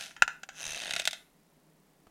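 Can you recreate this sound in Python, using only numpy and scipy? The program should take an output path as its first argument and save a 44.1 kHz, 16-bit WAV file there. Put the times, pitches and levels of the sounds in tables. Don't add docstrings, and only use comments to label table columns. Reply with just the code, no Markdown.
import sys
import numpy as np
from scipy import signal
from scipy.fft import rfft, irfft
from scipy.io import wavfile

SR = 44100
rng = np.random.default_rng(int(sys.argv[2]) if len(sys.argv) > 2 else 0)


def output_pcm(signal):
    pcm = np.clip(np.atleast_2d(signal).T, -1, 1) * 32767
    wavfile.write(sys.argv[1], SR, np.round(pcm).astype(np.int16))


N = 92610


def amp(db):
    return 10 ** (np.asarray(db) / 20)


def unit(x):
    return x / np.sqrt(np.mean(x ** 2) + 1e-20)


def spectrum(points, hz):
    f, value = np.transpose(points)
    return np.interp(np.log(hz + 1), np.log(f + 1), value)


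def curve(points, s):
    return np.interp(s, *np.transpose(points))


def add(mix, s, sound):
    part = mix[..., max(round(s * SR), 0):][..., :sound.shape[-1]]
    part += sound[..., :part.shape[-1]]


def colour(points, size=2048):
    hz = abs(np.fft.fftfreq(size, 1 / SR))
    log_gain = np.log(amp(np.maximum(spectrum(points, hz), -90)))
    response = np.exp(np.conj(signal.hilbert(log_gain)))
    h = np.fft.ifft(response).real[:size // 2]
    return h / np.linalg.norm(h)


def noise(points):
    gain = amp(spectrum(points, np.fft.rfftfreq(N, 1 / SR)))
    return unit(irfft(rfft(rng.standard_normal(N)) * gain, N))


def sent(sound, echo_db):
    return np.array([sound, sound * amp(echo_db)])


# (frequency [Hz], level [dB per Hz])
AIR_COLOUR = [(12, -38.5), (20, -7.5), (43, -7.5), (63, -23.5), (113, -21.5), (158, -2), (216, -7),
              (328, -6), (357, -14.5), (388, -9), (472, -12.5), (873, -15.5), (1610, -23.5), (1810, -21.5),
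              (2820, -26), (13900, -31), (16000, -32)]
# (time [s], level [dB])
HANDLING_LEVEL = [(0, -70), (.15, -81), (.225, -59.5), (.3, -85), (.58, -84), (.68, -56.5), (.77, -64.5),
                  (.85, -71), (.97, -62), (1.15, -82), (2.1, -89)]
AIR_DB, HUM_HZ, HUM_DB = -66, 157.5, -74


def background():
    t = np.arange(N) / SR
    waver = noise([(1, -1.5), (6, 0), (20, -40), (100, -120)])
    hum = amp(HUM_DB) * unit(np.sin(2 * np.pi * HUM_HZ * t + .5 * waver))
    low_noise = noise([(10, -12), (33, 0.5), (70, -10.5), (150, -21.5), (600, -58), (4000, -110)])
    rumble = amp(curve(HANDLING_LEVEL, t)) * low_noise
    return amp(AIR_DB) * noise(AIR_COLOUR) + hum + rumble


# (frequency [Hz], level [dB])
TICK_COLOUR = [(3000, -30), (7000, -7.5), (10000, 0), (12500, -7), (16000, -10)]
FIRST_TICK_S, TICK_GAP_S, TICK_DB = .0323, .03339, -51


def ticking():
    out, tick = np.zeros(N), amp(TICK_DB) * colour(TICK_COLOUR)
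    for s in np.arange(FIRST_TICK_S, N / SR, TICK_GAP_S):
        add(out, s, tick)
    return out


# (frequency [Hz], time to fade by 60 dB [s])
ROOM_T60 = [(200, .3), (1500, 0.31), (4000, 0.2768), (8000, 0.28), (15000, 0.77)]
# (frequency [Hz], level [dB])
ROOM_COLOUR = [(100, -10), (700, -0.5), (2000, 1.5), (6000, -1), (10000, -2), (15000, -4)]
SLAP_S, SLAP_DB, TAIL_DB, NEAR_DB = .0563, 0.5, -4.5, -15.5


def room(direct, send):
    hz, t, z = signal.stft(rng.standard_normal((2, SR // 2)), SR, nperseg=256)
    fade_db = 60 * t / spectrum(ROOM_T60, hz)[:, None]
    z = z * amp(spectrum(ROOM_COLOUR, hz)[:, None] - fade_db)
    near, tail = signal.istft(z, SR, nperseg=256)[1]
    near = near * np.exp(-np.arange(len(near)) / SR / 0.018)
    late = amp(TAIL_DB) * tail / np.linalg.norm(tail)
    late[0] += amp(SLAP_DB)
    out = direct + amp(NEAR_DB) * signal.fftconvolve(direct, near / np.linalg.norm(near))[:N]
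    add(out, SLAP_S, signal.fftconvolve(send, late)[:N])
    return out


# (frequency [Hz], level [dB per Hz])
LINGER_COLOUR = [(120, -49), (200, -16.5), (259, -9), (465, -22), (671, 0), (1230, -21.5), (1370, 1.5),
                 (2210, -5.5), (3970, -1), (4600, -5), (6050, -5), (13800, -20.5), (16000, -58.5)]


def lingering(start_db=-45, hold_s=.04, fall_db_per_s=190):
    t = np.arange(N) / SR
    return noise(LINGER_COLOUR) * amp(start_db - fall_db_per_s * np.maximum(t - hold_s, 0))


# (frequency [Hz], level [dB per Hz])
BUMP_COLOUR = [(30, -2), (450, -6), (1000, -6), (4000, -23), (12000, -31)]
BUMP_S, BUMP_DB, BUMP_DECAY_S = 2.069, -55, 0.0084


def bump():
    out = np.zeros(N)
    fade = np.exp(-np.arange(N) / SR / BUMP_DECAY_S)
    add(out, BUMP_S, amp(BUMP_DB) * fade * noise(BUMP_COLOUR))
    return out


CRACK_S, RING_S, RING_DB = 0.00097, 0.0064, -13
KNOCK_SWELL_S, RISE_S = .0005, .0005


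def strike(modes, modes_db, crack, crack_db, tilt_db=0, crack_s=CRACK_S, swell_s=KNOCK_SWELL_S, size=4096):
    t = np.arange(size) / SR
    decay = np.exp(-t / crack_s) + amp(RING_DB) * np.exp(-t / RING_S)
    grit = rng.standard_normal(size) * decay * (1 - np.exp(-t / swell_s))
    sound = amp(crack_db) * signal.fftconvolve(grit / np.linalg.norm(grit), crack)[:size]
    for (hz, db, t60), (gain, detune) in zip(modes, rng.standard_normal((len(modes), 2))):
        level = amp(modes_db + db + 1.4 * gain - 60 * t / t60)
        ring = level * np.sin(2 * np.pi * hz * (1 + 0.0037 * detune) * t)
        sound = sound + ring * (1 - np.exp(-t / RISE_S))
    octaves = np.log2(np.maximum(np.fft.rfftfreq(2 * size, 1 / SR), 500) / 3000)
    return irfft(rfft(sound, 2 * size) * amp(tilt_db * octaves))[:size]


def hits(events, modes, modes_db, crack_points, crack_db):
    out, crack = np.zeros((2, N)), colour(crack_points)
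    for s, db, tilt_db, echo_db in events:
        add(out, s, sent(amp(db) * strike(modes, modes_db, crack, crack_db, tilt_db), echo_db))
    return out


# (time [s], relative level [dB], treble tilt [dB per octave], echo [dB])
KNOCKS = [(.1085, -37, -0.5, 5), (.1648, -55, 9, -32), (.2215, -1, 0, -17), (.433, -24, 1.5, -3.5),
          (.4893, -34.5, -2.5, -12)]
# (frequency [Hz], relative level [dB], time to fade by 60 dB [s])
HOUSING_RINGS = [(780, -7, .024), (1020, -12, 0.025), (1440, -2, 0.014), (1670, 2.5, 0.017),
                 (2085, -11.5, 0.02), (2608, -3, 0.022), (3020, -14, .018), (3230, -14, .018),
                 (3800, -13.5, .018), (4840, -9.5, .015), (5900, -12.5, .015), (6790, -10, 0.025),
                 (7524, -14.5, .014), (10450, -27.5, .015)]
# (frequency [Hz], relative level [dB per Hz])
HOUSING_CRACK = [(35, -55), (60, -25.5), (492, -27), (803, -7.5), (1200, -28.5), (1410, -0.5), (1700, -4.5),
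                 (1910, -11), (3190, -11), (4220, -24), (4860, -23), (6740, -16.5), (8710, -31.5),
                 (14600, -44), (16000, -53.5)]
HOUSING_DB, HOUSING_CRACK_DB = -11, 10


def knocks():
    return hits(KNOCKS, HOUSING_RINGS, HOUSING_DB, HOUSING_CRACK, HOUSING_CRACK_DB)


# (time [s], relative level [dB], treble tilt [dB per octave], echo [dB])
CLICKS = [(.7555, -17, -2, -5.5), (.769, -15.5, -3.5, -8), (.7835, -16, -0.5, -8.5),
          (.8003, -13, -0.5, -8.5), (.8183, -11, -2, -5.5), (.8357, -11.5, -2.5, -5),
          (.8565, -10, -2.5, -5.5), (.8785, -13, -2, -9), (.908, -4, -1, -5), (.936, -2.5, -0.5, -9.5),
          (.963, -1.5, -2, -12), (.997, -1.5, 0, -14), (1.0533, -4.5, 3, -9.5), (1.0745, 5, 0, -14.5)]
# (frequency [Hz], relative level [dB], time to fade by 60 dB [s])
TRIGGER_RINGS = [(657, -10.5, 0.017), (1420, -11, .029), (1867, -7.5, .025), (2000, -4.5, .028),
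                 (2535, -4, 0.039), (2748, -11, .03), (3107, -7, .03), (3590, -1.5, .025),
                 (3953, -2.5, 0.027), (4740, -5.5, .02), (5500, -8, .02), (6430, -4, .019),
                 (7780, -8, .018), (8370, -10, .018)]
# (frequency [Hz], relative level [dB per Hz])
TRIGGER_CRACK = [(59, -48), (100, -28), (150, -14), (492, -17), (648, -4), (991, -17), (1310, -15),
                 (1420, -5), (1550, -7), (2000, -1), (2370, -6.5), (3780, -0.5), (4290, -9), (4570, -5),
                 (5190, -12), (6560, -9.5), (9020, -15), (10000, -18), (16000, -35)]
TRIGGER_DB, TRIGGER_CRACK_DB = -27, -2


def clicks():
    return hits(CLICKS, TRIGGER_RINGS, TRIGGER_DB, TRIGGER_CRACK, TRIGGER_CRACK_DB)


# (frequency [Hz], relative level [dB], time to fade by 60 dB [s])
SING_RINGS = [(5840, -4.5, 0.021), (6080, -3, .022), (6250, 0.5, 0.025), (6480, -5.5, .016)]
# (time [s], level [dB])
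SING_LEVEL = [(.53, -70), (.565, -54.5), (.605, -41.5), (.66, -38.5), (.72, -48.5), (.8, -66)]


def sing(s, size=4096):
    t = np.arange(size) / SR
    out = np.zeros(size)
    for hz, db, t60 in SING_RINGS:
        out += amp(curve(SING_LEVEL, s) + db - 60 * t / t60) * np.sin(2 * np.pi * hz * t)
    return out


# (time [s], time to the next slip [s])
SLIP_GAP = [(.53, .00382), (.58, .00499), (.615, .008), (.64, .01259), (.745, .01406), (.795, .01854),
            (.835, .01729), (.865, .02708), (1.025, .03509)]
# (time [s], relative level [dB])
SLIP_FORCE = [(.53, -38.5), (.565, -22.5), (.61, -9.5), (.655, -4.5), (.75, -7), (.81, -10.5), (.87, -8.5),
              (.95, -8), (1.025, -13)]
# (time [s], relative level [dB])
LAST_SLIPS = [(.0035, -20), (.0095, -5), (.0243, -10), (.0375, -12), (.0496, -17.5), (.060, -14)]
# (frequency [Hz], relative level [dB], time to fade by 60 dB [s])
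FEED_RINGS = [(700, -14.5, 0.033), (1470, -13, 0.018), (2050, -6, .015), (2630, -3.5, 0.04),
              (3170, -7.5, .015), (3910, -5, 0.019), (5400, -6.5, .015), (6200, -2, .018),
              (6770, -4.5, .012), (8900, -7, .012), (9600, -8, .012)]
# (frequency [Hz], relative level [dB per Hz])
FEED_CRACK = [(59, -50), (100, -22.5), (156, -7.5), (219, -19.5), (365, -17), (691, -4), (854, -10),
              (1280, -12), (1420, -5.5), (2220, -5.5), (2580, -2), (4020, -3.5), (4380, -12), (6290, -7),
              (8110, -16), (9610, -10.5), (16000, -38)]
FEED_DB, FEED_CRACK_DB, RUB_DB = -32, -9, -22
SLIP_ECHO_DB, LAST_ECHO_DB = -5, -11.5
SLIP_CRACK_S, SLIP_SWELL_S = .0009, .00005


def feed():
    out, crack = np.zeros((2, N)), colour(FEED_CRACK)

    def slip(db):
        return amp(db) * strike(FEED_RINGS, FEED_DB, crack, FEED_CRACK_DB, 0, SLIP_CRACK_S, SLIP_SWELL_S)

    s = SLIP_GAP[0][0]
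    while s < SLIP_GAP[-1][0]:
        add(out, s, sent(slip(curve(SLIP_FORCE, s)) + sing(s), SLIP_ECHO_DB))
        s += curve(SLIP_GAP, s)
    for s, db in LAST_SLIPS:
        add(out, s, sent(slip(db), LAST_ECHO_DB))
    force = amp(np.interp(np.arange(N) / SR, *np.transpose(SLIP_FORCE), left=-99, right=-99))
    rub = amp(RUB_DB + FEED_DB) * force * noise(FEED_CRACK)
    return out + sent(rub, SLIP_ECHO_DB)


def scene():
    direct, send = knocks() + clicks() + feed()
    return (background() + ticking() + lingering() + bump() + room(direct, send))[None]


def record(dry, edge_hz=16100):
    low_pass = signal.firwin(361, edge_hz, window=("kaiser", 8), fs=SR)
    return signal.oaconvolve(dry, low_pass[None], "same")


dry = scene()
out = record(dry)
output_pcm(out)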